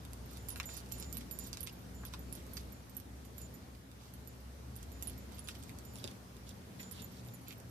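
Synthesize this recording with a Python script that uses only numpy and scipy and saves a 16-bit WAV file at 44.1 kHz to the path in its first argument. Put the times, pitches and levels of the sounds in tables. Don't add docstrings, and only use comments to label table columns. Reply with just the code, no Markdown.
import sys
import numpy as np
from scipy import signal
from scipy.fft import rfft, irfft, next_fast_len
from scipy.io import wavfile
from scipy.ndimage import uniform_filter1d, map_coordinates

SR = 44100
rng = np.random.default_rng(int(sys.argv[2]) if len(sys.argv) > 2 else 0)


def int16_out(signal):
    q = np.round(np.clip(np.atleast_2d(signal).T, -1, 1) * 32767)
    wavfile.write(sys.argv[1], SR, q.astype(np.int16))


def amplitude_ratio(level_db):
    exponent = np.asarray(level_db, float) / 20
    return 10 ** exponent


N = 339570

# t/s, f/Hz, level/dB
ENGINE_FIRING = [(0, 62.65, -51.5), (1.2, 62.5, -49.5), (1.35, 59.8, -52), (1.72, 58.9, -56),
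                 (1.95, 62.5, -51.5), (2.66, 63.53, -50), (2.96, 64, -62), (3.26, 65.77, -53),
                 (3.67, 64.7, -57.5), (3.85, 62.8, -63), (4.07, 65.6, -57.5), (4.84, 65.24, -49.5),
                 (5.6, 65.4, -55), (6.65, 61.8, -58.5), (7.08, 63.2, -69), (7.7, 60.6, -76)]
# t/s, level/dB
ENGINE_LOAD = [(0, -61.5), (1.72, -57), (2.2, -63.5), (3.67, -73), (4.0, -76), (4.84, -68), (6.65, -58),
               (7.08, -53.5), (7.7, -63)]
# f/Hz, level/dB
MAINS_HUM = [(120, -60)]
# t/s, level/dB
WIND_LEVEL = [(0, -56), (1.05, -54), (1.99, -56.5), (2.57, -54.5), (2.87, -58.5), (3.55, -57),
              (3.85, -60.5), (4.2, -58), (4.6, -58), (5.04, -56), (5.92, -56.5), (6.1, -54), (6.2, -57.5),
              (6.7, -57), (6.91, -55.5), (7.7, -58)]
# f/Hz, density/dB per Hz
RUMBLE_SPECTRUM = [(18, -61), (30, -12), (41, -12.5), (64, 2), (91, 1), (108, -2), (140, -5.5), (187, -3.5),
                   (264, -4), (286, -9), (700, -20.5), (910, -66), (1540, -120)]
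# f/Hz, density/dB per Hz
RUSTLE_SPECTRUM = [(240, -60), (400, -7), (495, -7), (660, -9), (780, -7.5), (880, -8.5), (2870, -18),
                   (5950, -19), (7580, -22.5), (13300, -22.5), (15000, -26)]
# f/Hz, correlation/1
PORT_LIKENESS = [(60, 0.92), (150, 0.95), (380, 0.62), (950, -0.22), (2380, 0.052), (5980, 0.0095),
                 (15000, 0.023)]
RUSTLE_DB, RUSTLE_FOLLOWS = -63, 0.82

# f/Hz, t60/s
FENCE_T60 = [(500, 0.031), (3000, 0.041), (12000, 0.031)]
# f/Hz, gain/dB
BODY_SHADOW = [(1000, 1), (2400, -1), (4400, -5), (8000, -11), (15000, -16)]
# f/Hz, lag/rad
BODY_LAG = [(0, 0), (1800, .8), (3100, 1.4), (5430, 6.5), (7150, 11.4), (9560, 19.7), (11900, 24.3),
            (16000, 33)]
# t/s, share/1
MUZZLE_TURN = [(0, 0), (5.9, 0), (5.93, 1), (7.4, 1), (7.44, 0), (7.7, 0)]
TURN_LAG_SAMPLES = 7

# f/Hz, level/dB, share of t60/1
THIN_MODES = [(11863, 0, 1.2), (12015, -3, .75)]
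# f/Hz, level/dB, share of t60/1
THICK_MODES = [(10425, 0, 1.05), (10530, -6, .7), (8600, -18, .8)]
# f/Hz, level/dB, share of t60/1
SPLIT_RING_MODES = [(7300, 0, .6)]
# f/Hz, level/dB, share of t60/1
BUCKLE_MODES = [(13950, 0, .7), (8200, -5, .6)]
# t/s, click level/dB, thin level/dB, thick level/dB, t60/s
TAG_KNOCKS = [(.486, -22.5, -42.5, -46, 0.1), (.57, -40, -52, -52, .08), (.768, -42, -46.5, -47, 0.075),
              (0.9209, -24, -43, -56, 0.085), (.999, -30, -46, -43.5, 0.046), (1.127, -26.5, -47, -59, .1),
              (1.17, -25, -37.5, -48, 0.057), (1.311, -28, -41, -54, 0.086),
              (1.3885, -28, -44, -41.5, 0.057), (1.465, -38, -59, -56, .09), (1.606, -37, -44, -42, .042),
              (1.63, -29, -44, -42, .05), (2.0515, -29, -48, -62, 0.067), (2.3258, -31, -52, -48, 0.068),
              (2.3518, -30, -48, -49, 0.054), (2.967, -31, -44, -51, 0.079), (3.0, -30, -55, -62, 0.048),
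              (3.381, -40, -53.5, -57, 0.11), (4.763, -33, -53, -47, 0.059), (5.0247, -30, -42, -50, 0.088),
              (5.0722, -28, -51, -40, .06), (6.912, -32, -47.5, -53, .09), (7.0205, -31, -57, -64, .1),
              (7.483, -31, -47.5, -60, 0.068)]
# t/s, click level/dB, ring level/dB
THIN_TAG_TAPS = [(.26, -55, -64), (.425, -55, -67), (.6565, -46, -47), (.735, -45, -50), (1.1464, -45, -49),
                 (1.35, -55, -59), (1.4385, -47, -55), (1.4845, -50, -55), (1.645, -50, -49),
                 (1.726, -42, -57), (1.79, -60, -70), (1.815, -60, -70), (1.84, -60, -71),
                 (1.9445, -54, -61), (2.1925, -51, -54), (2.556, -48, -51), (2.572, -57, -52),
                 (2.722, -39, -55), (2.9005, -54, -65), (3.368, -55, -65), (3.541, -39, -52),
                 (4.2745, -34, -51), (4.401, -55, -65), (4.9185, -35, -55.5), (5.1785, -35, -52),
                 (5.3446, -55, -59), (5.54, -60, -69), (5.5814, -50, -63), (5.5897, -55, -63),
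                 (5.684, -60, -66), (5.705, -60, -66), (5.8511, -36, -57), (5.9364, -55, -59),
                 (5.9838, -55, -61), (6.802, -48, -49.5), (7.025, -55, -54), (7.04, -55, -52),
                 (7.1165, -59, -62), (7.2724, -54, -57), (7.3372, -47, -54), (7.52, -58, -59),
                 (7.5767, -50, -59), (7.692, -55, -58)]
# t/s, click level/dB, ring level/dB
BOTH_TAG_TAPS = [(.3087, -51, -60), (.37, -46, -60), (.4685, -45, -72), (2.466, -38, -63),
                 (2.5345, -40, -50), (2.608, -55, -65), (3.2502, -38, -61), (3.416, -33, -60),
                 (4.138, -37, -59.5), (5.097, -45, -55), (7.435, -62, -68)]
# t/s, click level/dB, ring level/dB
THICK_TAG_TAPS = [(.133, -28, -56), (.505, -55, -44), (.52, -55, -46), (.7008, -50, -62), (.9814, -44, -47),
                  (2.066, -48, -56), (5.0832, -44, -48), (5.3925, -45, -50), (5.4415, -51, -54),
                  (5.4755, -48, -52), (5.945, -60, -61), (5.975, -60, -58), (6.923, -55, -50),
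                  (7.345, -60, -54), (7.413, -60, -62)]
# t/s, level/dB
SPLIT_RING_HITS = [
    (.487, -56),
    (.9215, -46.5),
    (1.127, -43.5),
    (1.312, -49),
    (1.607, -54),
    (2.327, -53),
    (2.967, -62),
    (3.381, -52.5),
    (5.0245, -42.5),
    (6.912, -56),
]
# t/s, level/dB
BUCKLE_KNOCKS = [
    (.333, -60),
    (1.4385, -55),
    (1.472, -53),
    (1.645, -63),
    (2.896, -55.5),
    (2.949, -61),
]
# start t/s, stop t/s, start level/dB
TAG_SINGING = [(0, .045, -83), (0.375, 0.49, -69), (0.473, 0.54, -68), (0.564, 0.61, -68),
               (0.656, 0.76, -53.5), (0.927, 0.994, -60.5), (1.007, 1.124, -59), (1.318, 1.384, -63),
               (1.388, 1.462, -56.5), (1.947, 2.062, -66), (2.195, 2.367, -74), (2.724, 2.819, -73),
               (3.244, 3.271, -72), (3.41, 3.471, -59), (3.543, 3.565, -67), (4.271, 4.341, -72),
               (4.92, 5.02, -70), (5.025, 5.12, -66), (5.174, 5.269, -72), (5.364, 5.439, -74),
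               (5.444, 5.469, -66), (5.473, 5.533, -69), (5.85, 5.969, -67), (6.8, 6.905, -59.5),
               (7.018, 7.07, -63), (7.272, 7.335, -73), (7.336, 7.365, -65), (7.475, 7.541, -70)]
SING_HZ, SING_FADE_DB_PER_S = 7059, 76
TAP_T60_S = 0.069
SILENT_TAG_DB = -19
SMALL_CLICK_DB = 20.5

# t/s, peak level/dB, f/Hz
JAW_THUDS = [
    (6.0425, -38, 400),
    (2.1372, -40.5, 1070),
    (2.0345, -43, 1180),
    (6.797, -37.5, 2100),
    (5.487, -47.5, 1530),
    (2.569, -46.5, 1650),
]
# start t/s, stop t/s, level/dB, colour f/Hz
GRISTLE_GRINDS = [(0.278, 0.397, -63.5, 4960), (0.484, 0.55, -60, 4370), (0.568, 0.598, -61, 3020),
                  (0.602, 0.626, -58, 1830), (0.631, 0.65, -55, 2600), (0.674, 0.826, -57, 5000),
                  (0.911, 1.064, -60.5, 5000), (1.121, 1.247, -62, 4625), (1.374, 1.512, -60.5, 4970),
                  (1.527, 1.555, -57, 5000), (1.569, 1.644, -60.5, 4300), (1.657, 1.705, -55, 3620),
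                  (2.05, 2.093, -59.5, 4540), (2.122, 2.155, -60, 4280), (2.317, 2.419, -63, 4626),
                  (2.561, 2.621, -61, 4700), (2.9, 3.035, -72, 3960), (3.367, 3.448, -67, 4650),
                  (3.982, 4.121, -68, 5000), (4.749, 4.859, -69, 4490), (5, 5.149, -63, 4250),
                  (5.299, 5.419, -62.5, 3950), (5.468, 5.526, -56, 4200), (5.539, 5.575, -62, 4270),
                  (5.599, 5.726, -67, 4540), (5.93, 6.14, -62.5, 4330), (6.454, 6.527, -61.5, 4510),
                  (6.779, 6.854, -60, 4490), (6.897, 7.042, -57.5, 3700), (7.096, 7.225, -65.5, 4340),
                  (7.457, 7.543, -58, 3265)]
FIZZ_DB_PER_OCTAVE = 12

# t/s, peak level/dB, mouth f/Hz, snap level/dB
BONE_BREAKS = [(.0507, -42, 3200, -51), (.5033, -53, 3940, -43), (.5592, -33.5, 1910, -44),
               (.6001, -24, 1810, -50), (.6308, -39, 4400, -54), (.769, -44, 3800, -54),
               (.9165, -39, 4500, -61), (1.02, -48, 5600, -65), (1.0255, -33, 5440, -67),
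               (1.03, -45, 5600, -67), (1.0445, -42, 5500, -66), (1.1692, -35, 3900, -63),
               (1.208, -42, 5530, -62), (1.212, -43, 3200, -62), (1.5303, -29, 4560, -55),
               (1.5705, -39, 4300, -66), (1.5718, -30.5, 4400, -63), (1.6665, -40, 5000, -62),
               (1.672, -33, 2600, -52), (1.6725, -33.5, 5400, -53), (2.0515, -46, 1960, -62),
               (2.135, -43, 3720, -68), (2.1375, -34.5, 4200, -67), (2.1425, -44, 3500, -66),
               (2.5685, -35, 5500, -54), (2.571, -32.5, 4600, -56), (2.575, -34.5, 4500, -64),
               (5.3842, -43, 3470, -54), (5.4738, -41, 5200, -60), (5.4868, -28.5, 3570, -47),
               (6.0418, -27.5, 4850, -62), (6.076, -33, 3300, -64), (6.83, -43, 4650, -50),
               (7.5076, -38, 3080, -62)]
# t/s, peak level/dB, mouth f/Hz
SMALL_TICKS = [(.119, -61, 5470), (0.33, -54, 5950), (.372, -44, 4470), (0.6908, -40, 1730),
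               (.8613, -49, 5250), (0.889, -52, 5450), (3.75, -53, 4600), (3.915, -49.5, 4100),
               (5.0122, -49, 5050), (5.097, -45, 3310), (5.5522, -44, 3200), (5.636, -44, 5540),
               (5.6937, -40, 2040), (5.9568, -40, 4160), (5.9658, -48, 5400), (5.9853, -44, 3356),
               (6.1131, -45, 3460), (6.3669, -47, 3158), (6.492, -42, 5400), (6.793, -53, 3500),
               (6.817, -52, 4200), (7.001, -55, 4000), (7.262, -49, 1775), (7.286, -47, 3507),
               (7.526, -46, 3550),
               (.4905, -46, 4000), (.577, -49, 6500), (.704, -54, 5200), (.721, -56, 5500),
               (.734, -52, 5000), (.745, -55, 4500), (.776, -45, 5600), (.803, -48, 4500),
               (.981, -54, 4500), (1.351, -56, 4500), (1.427, -55, 5000), (1.444, -50, 4600),
               (1.604, -52, 4200), (1.62, -59, 4800), (1.681, -51, 3300), (2.352, -49, 5200),
               (2.393, -59, 4800), (5.028, -48, 5000), (5.0725, -49, 4700), (5.132, -53, 5000),
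               (5.321, -47, 3300), (5.392, -52, 5480), (5.494, -51, 5000), (5.499, -49, 3300),
               (5.508, -51, 3200), (5.516, -52, 3100), (5.546, -58, 5170), (5.6, -57, 6000),
               (5.607, -56, 4600), (5.685, -56, 5500), (5.695, -55, 3404)]
# t/s, snap level/dB
BRIGHT_CRACKS = [
    (.743, -63),
    (1.4424, -54),
    (4.756, -53),
    (4.829, -44.5),
    (5.321, -61),
    (5.627, -51),
    (5.7868, -45.5),
    (6.1644, -65),
    (7.2489, -57),
    (7.601, -50),
]
TICK_SNAP_DB, SNAP_BODY_DB, SNAP_BODY_HZ = -9, -8, 5000
WALL_HZ = 4200
DECK_S, DECK_DB, POST_S, POST_DB = .00082, 4, .0062, -9


def unit(x):
    return x / np.sqrt(np.mean(x ** 2) + 1e-20)


def along(points, hz):
    f, v = np.transpose(points)
    return np.interp(np.log(hz + 1), np.log(f + 1), v)


def curves(rows):
    s, *cols = np.transpose(rows)
    return [np.interp(np.arange(N) / SR, s, c) for c in cols]


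def wobble(rate_hz):
    knots = rng.standard_normal(int(N * rate_hz / SR) + 4)
    return map_coordinates(knots, [np.arange(N) * rate_hz / SR])


def filtered(x, response):
    m = next_fast_len(x.shape[-1] + 4096)
    spectrum = rfft(x, m) * response(np.fft.rfftfreq(m, 1 / SR))
    return irfft(spectrum, m)[..., :x.shape[-1]]


def resonance(hz, width_hz):
    return lambda f: 1j * f * width_hz / (hz * hz - f * f + 1j * f * width_hz)


def add(track, s, sound):
    part = track[max(round(s * SR), 0):][:len(sound)]
    part += sound[:len(part)]


def rush(spectrum, patchy_db):
    z = signal.stft(rng.standard_normal((2, N)), nperseg=512)[2]
    field = rng.standard_normal(z.shape[1:])
    field = uniform_filter1d(uniform_filter1d(field, size=5, axis=0), size=12, axis=1)
    pair = signal.istft(z * amplitude_ratio(patchy_db * unit(field)), nperseg=512)[1][:, :N]

    def mid_side_gain(hz):
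        angle = np.arccos(np.clip(along(PORT_LIKENESS, hz), -1, 1)) / 2
        return amplitude_ratio(along(spectrum, hz)) * [np.cos(angle), np.sin(angle)]

    mid, side = filtered(pair, mid_side_gain)
    return unit(np.array([mid + side, mid - side]))


def engine_and_hum():
    (firing_hz, first_db), (third_db,) = curves(ENGINE_FIRING), curves(ENGINE_LOAD)
    phase = 2 * np.pi * np.cumsum(firing_hz) / SR
    drone = amplitude_ratio(first_db + 1.5 * wobble(9)) * np.sin(phase + .85 * wobble(14))
    drone += amplitude_ratio(third_db - 5.5 + 2.5 * wobble(8)) * np.sin(3 * phase + 1.1 * wobble(12))
    for hz, db in MAINS_HUM:
        hum_phase = 2 * np.pi * hz * np.arange(N) / SR + 0.16 * wobble(6.9)
        drone += amplitude_ratio(db + 3.04 * wobble(7)) * np.sin(hum_phase)
    return drone


def wind():
    rumble_db, = curves(WIND_LEVEL)
    rustle_db = RUSTLE_DB + RUSTLE_FOLLOWS * (rumble_db - rumble_db.mean())
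    rumble = amplitude_ratio(rumble_db + 4 + 0.8 * wobble(4.92)) * rush(RUMBLE_SPECTRUM, patchy_db=0.5)
    rustle = amplitude_ratio(rustle_db + 4.5 + 0.084 * wobble(2.33)) * rush(RUSTLE_SPECTRUM, patchy_db=1.1)
    return amplitude_ratio([[.6], [-.6]]) * rumble + rustle


def yard():
    return np.sqrt(2) * engine_and_hum() + wind()


def fence(x):
    hz, t, z = signal.stft(rng.standard_normal((2, SR // 5)), SR, nperseg=128)
    decay = amplitude_ratio(-60 * t / along(FENCE_T60, hz)[:, None])
    tail = signal.istft(z * decay, SR, nperseg=128)[1]
    delayed = np.pad(x, (200, 0))[None]
    return signal.fftconvolve(delayed, tail / np.linalg.norm(tail[0]), axes=1)[:, :N]


def touches():
    kinds = ((THIN_TAG_TAPS, 0, SILENT_TAG_DB), (BOTH_TAG_TAPS, 0, 0), (THICK_TAG_TAPS, SILENT_TAG_DB, 0))
    taps = [(s, click_db, db + thin_db, db + thick_db, TAP_T60_S)
            for rows, thin_db, thick_db in kinds for s, click_db, db in rows]
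    return sorted(taps + TAG_KNOCKS)


def clink(click_db, parts, t60_s, gap_s):
    t = np.arange(SR // 6) / SR
    click = amplitude_ratio(click_db - 6 - 60 * t / .007) * rng.standard_normal(len(t))
    ring = filtered(click, resonance(8500, 10000))
    damped_db = 60 * np.maximum(t - gap_s, 0) / 0.023
    onset_db = 9 * np.exp(-t / 0.0008)
    for db, modes in parts:
        chatter_db = 2.9 * unit(uniform_filter1d(rng.standard_normal(len(t)), size=200))
        for hz, mode_db, share in modes:
            off_hz, off_db = rng.standard_normal(2) * [18, 1.5]
            fade_db = 60 * t / (share * max(t60_s, .02)) + damped_db + onset_db
            level_db = db + 8.0 + mode_db + off_db + chatter_db - fade_db
            ring += amplitude_ratio(level_db) * np.sin(2 * np.pi * (hz + off_hz) * t)
    return ring


def singing_tag():
    out = np.zeros(N)
    for start, stop, db in TAG_SINGING:
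        t = np.arange(round((stop - start) * SR)) / SR
        edges = np.clip(np.minimum(t / 0.00089, (t[-1] - t) / 0.0056), 0, 1)
        tone = np.sin(2 * np.pi * SING_HZ * t)
        add(out, start, edges * amplitude_ratio(9 + db - SING_FADE_DB_PER_S * t) * tone)
    return out


def tags():
    out = singing_tag()
    events = touches()
    gaps_s = np.diff(np.append(np.transpose(events)[0], N / SR))
    for (s, click_db, thin_db, thick_db, t60_s), gap_s in zip(events, gaps_s):
        parts = ((thin_db, THIN_MODES), (thick_db, THICK_MODES))
        add(out, s, clink(click_db, parts, t60_s, gap_s))
    for hits, modes in ((SPLIT_RING_HITS, SPLIT_RING_MODES), (BUCKLE_KNOCKS, BUCKLE_MODES)):
        for s, db in hits:
            add(out, s, clink(db + SMALL_CLICK_DB, [(db, modes)], TAP_T60_S, 1))
    return out


def jaw():
    out, t = np.zeros(N), np.arange(SR // 12) / SR
    for s, db, hz in JAW_THUDS:
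        puff = rng.standard_normal(len(t)) * amplitude_ratio(-60 * t / .045)
        knock = filtered(puff, lambda f: resonance(hz, .7 * hz)(f) ** 2)
        add(out, s, amplitude_ratio(db) * knock / abs(knock).max())
    return out


def gristle():
    out = np.zeros(N)
    for start, stop, db, hz in GRISTLE_GRINDS:
        size = round((stop - start) * SR)
        draw = rng.random((size // 30, 3))
        place = (draw[:, :1] * size).astype(int) + np.arange(128)
        cycles = hz * np.exp(.7 * (draw[:, 1:2] - .5)) * np.arange(128) / SR
        shape = np.sin(2 * np.pi * cycles) * cycles * np.exp(-cycles / 1.7)
        strength = amplitude_ratio(-4 * np.log(draw[:, 2:] + 0.0064))
        crackle = unit(np.bincount(place.ravel(), (strength * shape).ravel()))
        fizz = unit(filtered(rng.standard_normal(len(crackle)), resonance(5600, 5800)))
        fizz_db = 2.0 + FIZZ_DB_PER_OCTAVE * np.log2(hz / 4600)
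        window = signal.windows.tukey(len(crackle), .5)
        add(out, start, amplitude_ratio(db) * (crackle + amplitude_ratio(fizz_db) * fizz) * window)
    return out


def cracks():
    ticks = [(s, db, hz, db + TICK_SNAP_DB) for s, db, hz in SMALL_TICKS]
    brights = [(s, db + SNAP_BODY_DB, SNAP_BODY_HZ, db) for s, db in BRIGHT_CRACKS]
    return BONE_BREAKS + ticks + brights


def bone():
    out, t = np.zeros(N), np.arange(SR // 20) / SR
    for s, db, hz, snap_db in cracks():
        chance = rng.standard_normal((3, len(t)))
        deck_s = DECK_S * (1 + .08 * chance[1, 0])

        def paths(f):
            deck = amplitude_ratio(DECK_DB) * np.exp(-2j * np.pi * f * deck_s)
            post = amplitude_ratio(POST_DB) * np.exp(-2j * np.pi * f * POST_S)
            return 1 + deck + post

        splinters = chance[0] * (chance[1] > 1.3) * amplitude_ratio(-21 - 60 * t / .075)
        burst = chance[2] * amplitude_ratio(-17 - 60 * t / .004)
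        force = filtered((t == 0) + burst + splinters, paths)
        wall_hz = np.sqrt(hz * WALL_HZ)
        cavity, bone_wall = resonance(hz, .2 * hz), resonance(wall_hz, 1.6 * wall_hz)
        body = filtered(force, lambda f: (.8 * cavity(f) + bone_wall(f)) * bone_wall(f))
        snap = filtered(force, lambda f: resonance(7800, 8500)(f) ** 2)
        add(out, s, amplitude_ratio(db + 6) * body / abs(body).max() + amplitude_ratio(snap_db + 15) * snap / abs(snap).max())
    return out


def scene():
    mouth, collar = bone() + jaw() + gristle(), tags()
    dog, (swung,) = mouth + collar, curves(MUZZLE_TURN)

    def far_port(hz):
        lag_rad = np.interp(hz, *np.transpose(BODY_LAG))
        return amplitude_ratio(along(BODY_SHADOW, hz)) * np.exp(-1j * lag_rad)

    near_echo, far_echo = amplitude_ratio([[-12], [-4]]) * fence(dog)
    round_body = (1 - swung) * mouth + swung * np.roll(mouth, TURN_LAG_SAMPLES) + collar
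    left = filtered(amplitude_ratio(-3.5) * round_body + far_echo, far_port)
    return np.array([left, dog + near_echo]) + yard()


def top_cut(x):
    return signal.sosfilt(signal.butter(12, 15830, fs=SR, output="sos"), x)


def record(dry):
    low_cut = lambda hz: 1 / (1 + (50 / (hz + 1)) ** 7)
    top = lambda hz: np.where(hz < 14550, 1, .02)
    mix = filtered(dry, lambda hz: low_cut(hz) * top(hz))
    return top_cut(mix)


dry = scene()
out = record(dry)
int16_out(out)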